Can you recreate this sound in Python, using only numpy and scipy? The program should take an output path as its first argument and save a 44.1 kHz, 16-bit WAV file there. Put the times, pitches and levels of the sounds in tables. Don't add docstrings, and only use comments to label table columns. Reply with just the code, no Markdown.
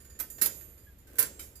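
import sys
import numpy as np
from scipy import signal
from scipy.fft import rfft, irfft, next_fast_len
from scipy.io import wavfile
from scipy.ndimage import map_coordinates

SR = 44100
rng = np.random.default_rng(int(sys.argv[2]) if len(sys.argv) > 2 else 0)


def transcribe(signal):
    frames = np.atleast_2d(signal).T
    limited = np.clip(frames, -1, 1)
    pcm = np.round(limited * 32767).astype(np.int16)
    wavfile.write(sys.argv[1], SR, pcm)


N = 70560
T = np.arange(N) / SR

# frequency_hz, density_db
BACKGROUND_SPECTRUM = [(20, -14.5), (40, -9.5), (62, 2.5), (90, -5.5), (130, -13.5), (300, -20.5),
                       (550, -28.5), (900, -32), (2000, -32.5), (5000, -40), (12000, -48)]
# frequency_hz, coherence
COHERENCE = [(60, .98), (150, 0.95), (400, 0.71), (1000, 0.12), (4000, 0.085)]
# time_s, level_db
ROLL_ENVELOPE = [(0, -67), (.35, -65), (.6, -60.5), (0.759, -66.5), (1.02, -74.5), (1.14, -58),
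                 (1.33, -59.5), (1.45, -60.5), (1.6, -70.5)]
# frequency_hz, density_db
ROLL_SPECTRUM = [(100, -33), (250, -3.5), (400, -2.5), (560, -7.5), (800, -22), (1600, -19), (3000, -24),
                 (8000, -50)]
# start_s, wheel_db, link_db, click_db, knock_db, wheel_tilt_db_per_octave, loaded_pallet
CLINKS = [(.001, -51.5, -61, -77, -61, 0.5, 0), (0.046, -56, -61, -49.5, -63, -8, 0),
          (0.098, -53, -56, -54, -62.5, -5, 0), (0.151, -63, -72, -78, -65.5, -2, 0),
          (0.3, -41, -37, -38.5, -62, 3, 0), (0.382, -58, -47, -46, -49.5, 15, 0),
          (0.573, -49, -56, -55, -77, -3, 0), (.608, -60, -42.5, -52, -59, 21, 0),
          (.775, -58, -65, -61, -67, -1, 0), (0.983, -58, -60.5, -66, -78, 1, 0),
          (1.08, -74, -63, -61, -62.5, 24, 1), (1.554, -51, -62, -43, -66, -7, 1)]
# pitch_hz, t60_s, first_pallet_db, second_pallet_db
WHEEL_MODES = [(4835, 0.45, -12, -7.5), (6490, 0.64, -15.5, -8.5), (6943, 0.64, -7, -11),
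               (7033, 0.7, -4.5, -10.5), (7580, 0.92, -11.5, -0.5), (8700, 0.38, -39, -10),
               (9402, 0.9, -9, -13), (10050, 0.44, -11, 1.5), (10280, 0.26, -1, -1), (11700, 0.56, -14, -7),
               (12000, 0.75, -17, -24), (11890, 0.37, -5, -6), (12900, 0.67, -4.5, -2.5),
               (15000, 0.4, -16, -8)]
# pitch_hz, level_db
LINK_MODES = [(4834, -63), (6950, -73), (7052, -58), (7580, -102), (8134, -60.5), (9555, -83),
              (10287, -104), (11122, -66), (12037, -42.5), (12947, -58), (14944, -77), (15364, -70)]
# frequency_hz, density_db
CLASH_SPECTRUM = [(500, -27.5), (2000, -24), (5000, -19.5), (7200, -10.5), (8500, -13.5), (10500, -8.5),
                  (12300, -1), (14000, -9), (15300, -10.5)]
# frequency_hz, density_db
TAP_SPECTRUM = [(200, -6), (550, 1), (900, -7), (1700, -1), (2600, -6), (8000, -9), (15000, -17)]
# pitch_hz, level_db
TAP_MODES = [(1545, 0.5), (1810, 3.5)]
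# frequency_hz, t60_s
ROOM_DECAY = [(300, .45), (2000, 0.65), (8000, 0.47), (14000, 0.16)]
# left_db, right_db
ROOM_DB = [-23, -15]
# start_s, knock_db, clash_db, clash_t60_s, ring_db, wheel_db, contact
BLOWS = [(0.189, -54.5, -32.5, 0.076, -47, -72, 2), (.198, -43.5, -20.5, 0.065, -43, -63, 2),
         (0.2019, -56, -29, 0.04, -25.5, -48, 2), (.413, -33, -18.5, 0.18, -18, -39, 0),
         (0.419, -38, -18.5, 0.066, -17.5, -39, 0), (0.428, -56, -37, 0.049, -29, -45, 0),
         (.458, -43.5, -10, 0.055, -50, -66, 0), (0.4634, -60, -29, 0.039, -38, -63, 0),
         (1.184, -33, -19.5, 0.17, -22, -41.5, 1), (1.19, -42, -19.5, 0.099, -11, -40.5, 1),
         (1.22, -39, -45, 0.1, -59, -72, 1), (1.2256, -53.5, -10.5, 0.02, -27, -44, 1),
         (1.392, -46.5, -39, 0.38, -45, -51.5, 3)]
# pitch_hz, level_db
STEEL_MODES = [
    [(6460, -65), (7133, -39.5), (8640, -55), (9399, -41.5), (10018, -45), (11138, -34.5), (11703, -59),
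     (12016, -30), (12532, -34), (12877, -36), (13135, -36), (14928, -38)],
    [(6132, -71), (7580, -60), (10901, -38.5), (11639, -50), (11843, -40), (12010, -39.5), (12635, -43),
     (12877, -40), (13873, -38), (14072, -43), (14567, -48), (15359, -42)],
    [(7278, -59), (7903, -69), (11106, -59), (11994, -41), (12855, -58), (13878, -44), (14669, -54),
     (14820, -56), (15299, -50)],
    [(5512, -63), (6961, -60), (7574, -57), (8646, -74), (9399, -54), (10083, -73), (11127, -68),
     (11983, -62), (12527, -69), (12882, -57), (14013, -73), (14928, -74)],
]
# pitch_hz, level_db
FRAME_MODES = [
    [(160, -2.5), (334, 0), (1320, -3.5), (1560, 1.5), (1825, 0.5), (2223, -3.5), (2702, -3), (3117, -28),
     (3920, 3), (4300, -0.5), (4893, 2.5), (5350, -8)],
    [(440, -6.5), (546, -7), (1020, -6), (1380, -3), (1550, 2.5), (1798, -1.5), (2230, -6.5), (2640, -11),
     (3950, -10), (4540, -3.5)],
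    [(305, -9.5), (680, -11.5), (920, -6.5), (1287, -2), (1520, -4.5), (1798, -1.5), (2060, -6.5),
     (3380, -9), (3950, -12)],
    [(300, -1.5), (1400, -8.5), (2300, -9.5), (3090, -1), (3900, -6.5), (4900, -3.5)],
]
# frequency_hz, density_db
KNOCK_SPECTRUM = [(100, -60), (300, -9), (700, -5), (1100, -2.5), (1700, 5), (3000, -3), (6000, 1),
                  (9000, 0), (15000, -45)]
# frequency_hz, density_db
THUD_SPECTRUM = [(60, -11), (150, -4), (350, -2), (550, 0), (800, -14), (2000, -17)]
# time_s, level_db
SLIDE_ENVELOPE = [(1.051, -99), (1.074, -53), (1.11, -61), (1.14, -55.5), (1.169, -49.5), (1.186, -50)]

STEEL_RISE_S, STEEL_T60_S = 0.002, [0.14, 0.098, 0.14, 0.4]
KNOCK_RISE_S, KNOCK_T60_S, FRAME_T60_S = 0.0018, 0.22, 0.19
CLASH_LEFT_DB, RING_LEFT_DB = -14, -21


def amp(db):
    return 10 ** (np.asarray(db) / 20)


def unit_rms(x):
    return x / np.sqrt(np.mean(x ** 2) + 1e-20)


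def along(points, hz):
    frequencies, values = np.transpose(points)
    return np.interp(np.log(hz + 1), np.log(frequencies + 1), values)


def filtered(x, response):
    size = next_fast_len(N + 8192)
    return irfft(rfft(x, size) * response(np.fft.rfftfreq(size, 1 / SR)), size)[..., :N]


def noise(spectrum):
    return unit_rms(filtered(rng.standard_normal((2, N)), lambda hz: amp(along(spectrum, hz))))


def wobble(knots_per_s):
    return map_coordinates(rng.standard_normal(N), [T * knots_per_s], order=1)


def struck(start_s, rise_s, t60_s):
    t = np.maximum(T - start_s, 0)
    return (1 - np.exp(-t / rise_s)) * amp(-60 * t / t60_s)


def ring(modes, start_s, rise_s, t60_s, drift_rad):
    drift_per_s, shimmer_per_s, shimmer_db = 95.7, 45, 2.5
    hz, db = np.transpose(modes)
    gains = amp(db + rng.normal(0, 1, len(db)))
    out = np.zeros((2, N))
    for pitch_hz, gain, life_s in zip(hz, gains / np.linalg.norm(gains), t60_s * np.ones(len(hz))):
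        span = slice(int(start_s * SR) + 1, int((start_s + life_s) * SR))
        t = T[span] - start_s
        drift = np.interp(t * drift_per_s, np.arange(256), rng.standard_normal(256))
        phase = 2 * np.pi * (pitch_hz * t + rng.random((2, 1))) + drift_rad * drift
        shimmer = np.interp(t * shimmer_per_s, np.arange(256), rng.standard_normal(256))
        envelope = (1 - np.exp(-t / rise_s)) * amp(-60 * t / life_s)
        out[:, span] += gain * amp(shimmer_db * shimmer) * envelope * np.sin(phase)
    return np.sqrt(2) * out


def on_right(x, left_db):
    return x * np.array([[amp(left_db)], [1]])


def diffuse(pair):
    def mid_side_gains(hz):
        angle = np.arccos(np.clip(along(COHERENCE, hz), -1, 1)) / 2
        return np.array([np.cos(angle), np.sin(angle)])
    mid, side = filtered(pair, mid_side_gains)
    return np.array([mid + side, mid - side])


def background():
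    return amp(-55.5) * diffuse(noise(BACKGROUND_SPECTRUM)) + amp(-84.5) * rng.standard_normal((2, N))


def chain_roll():
    time_s, level_db = np.transpose(ROLL_ENVELOPE)
    return amp(np.interp(T, time_s, level_db)) * diffuse(noise(ROLL_SPECTRUM))


def wheel_ring(start_s, pallet, tilt_db_per_octave=0):
    hz, t60_s, *pallet_db = np.transpose(WHEEL_MODES)
    scatter_db = 2 * rng.standard_normal(len(hz))
    db = pallet_db[round(pallet)] + tilt_db_per_octave * np.log2(hz / hz[0]) + scatter_db
    tone = ring(np.c_[hz, db], start_s, rise_s=0.0015, t60_s=t60_s, drift_rad=0.42)
    return on_right(tone, RING_LEFT_DB)


def link_click(start_s, half_width_hz=82, valley_db=2):
    def resonances(hz):
        peaks = sum(1 / (1 + ((hz - pitch_hz) / half_width_hz) ** 2) for pitch_hz, _ in LINK_MODES)
        return peaks + amp(valley_db)
    rattle = unit_rms(filtered(noise(CLASH_SPECTRUM), resonances))
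    return on_right(rattle * struck(start_s, STEEL_RISE_S, t60_s=0.14), CLASH_LEFT_DB)


def chain_clinks():
    out = np.zeros((2, N))
    tap = diffuse(noise(TAP_SPECTRUM))
    for start_s, wheel_db, link_db, click_db, knock_db, tilt, pallet in CLINKS:
        link = ring(LINK_MODES, start_s, STEEL_RISE_S, t60_s=0.19, drift_rad=0.3)
        out += amp(link_db) * on_right(link, RING_LEFT_DB)
        out += amp(wheel_db) * wheel_ring(start_s, pallet, tilt)
        out += amp(click_db) * link_click(start_s)
        frame = amp(-3.5) * ring(TAP_MODES, start_s, KNOCK_RISE_S, FRAME_T60_S, drift_rad=0.61)
        out += amp(knock_db) * (tap * struck(start_s, KNOCK_RISE_S, KNOCK_T60_S) + frame)
    return out


def workshop_reverb(x):
    hz, t, spectra = signal.stft(rng.standard_normal((2, SR // 2)), SR, nperseg=256)
    decay = amp(-60 * t / along(ROOM_DECAY, hz)[:, None])
    _, tail = signal.istft(spectra * decay, SR, nperseg=256)
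    tail /= np.linalg.norm(tail[0])
    return amp(ROOM_DB)[:, None] * signal.fftconvolve(x[None], tail, axes=1)[:, :N]


def metal_noise(spectrum, ripple_db=7, spacing_hz=90):
    knots = rng.standard_normal(1024)
    def ripple(hz):
        return amp(ripple_db * np.tanh(np.interp(hz / spacing_hz, np.arange(len(knots)), knots)))
    return unit_rms(filtered(noise(spectrum), ripple))


def clash(start_s, t60_s, chatter_db=2):
    grain = unit_rms(amp(chatter_db * wobble(900)))
    envelope = struck(start_s, rise_s=0.0024, t60_s=t60_s)
    return on_right(metal_noise(CLASH_SPECTRUM) * grain * envelope, CLASH_LEFT_DB)


def escapement():
    out = np.zeros((2, N))
    for start_s, _, clash_db, clash_t60_s, ring_db, wheel_db, contact in BLOWS:
        contact = round(contact)
        tone = ring(STEEL_MODES[contact], start_s, STEEL_RISE_S, STEEL_T60_S[contact], drift_rad=0.72)
        out += amp(ring_db) * on_right(tone, RING_LEFT_DB)
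        out += amp(clash_db) * clash(start_s, clash_t60_s)
        out += amp(wheel_db) * wheel_ring(start_s, pallet=min(contact, 1))
    return out


def frame_knocks():
    out = np.zeros((2, N))
    for start_s, knock_db, *_, contact in BLOWS:
        knock = metal_noise(KNOCK_SPECTRUM) * struck(start_s, KNOCK_RISE_S, KNOCK_T60_S)
        modes = ring(FRAME_MODES[round(contact)], start_s, KNOCK_RISE_S, FRAME_T60_S, drift_rad=1.0)
        thud = noise(THUD_SPECTRUM) * struck(start_s, rise_s=0.0066, t60_s=0.49)
        out += amp(knock_db) * (knock + amp(-1.5) * modes + amp(-9) * thud)
    return diffuse(out)


def singing_partial(start_s=0.5, pitch_hz=13100, rise_s=0.18):
    swell = ring([(pitch_hz, 0)], start_s, rise_s, t60_s=0.5, drift_rad=0.15)
    after_ring = ring([(pitch_hz, 0)], start_s, rise_s, t60_s=2, drift_rad=0.4)
    return amp(-30) * on_right(swell + amp(-22) * after_ring, left_db=-40)


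def pivot_squeak(start_s=0.865, rise_s=0.013, pitch_hz=1660, sag_hz_per_s=700):
    t = np.maximum(T - start_s, 0)
    hz = pitch_hz - sag_hz_per_s * t + 30 * wobble(300)
    phase = 2 * np.pi * np.cumsum(hz) / SR
    envelope = t / rise_s * np.exp(1 - t / rise_s)
    return amp(-58) * envelope * (np.sin(phase) + amp(-16) * np.sin(2 * phase))


def tooth_slide():
    time_s, level_db = np.transpose(SLIDE_ENVELOPE)
    envelope = amp(np.interp(T, time_s, level_db, left=-120, right=-120) + 3.3 * wobble(300))
    hum = np.sin(2 * np.pi * TAP_MODES[0][0] * T + 1.4 * wobble(160))
    scrape = on_right(noise(CLASH_SPECTRUM), left_db=-17)
    return envelope * (scrape + amp(-12.5) * noise(TAP_SPECTRUM) + amp(-13) * hum)


def scene():
    steel = escapement() + singing_partial() + chain_clinks()
    diffuse_sound = frame_knocks() + background() + workshop_reverb(steel[1])
    return steel + diffuse_sound + tooth_slide() + chain_roll() + pivot_squeak()


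def record(dry, cutoff_hz=15500):
    return filtered(dry, lambda hz: 1 / (1 + (hz / cutoff_hz) ** 200))


dry = scene()
out = record(dry)
transcribe(out)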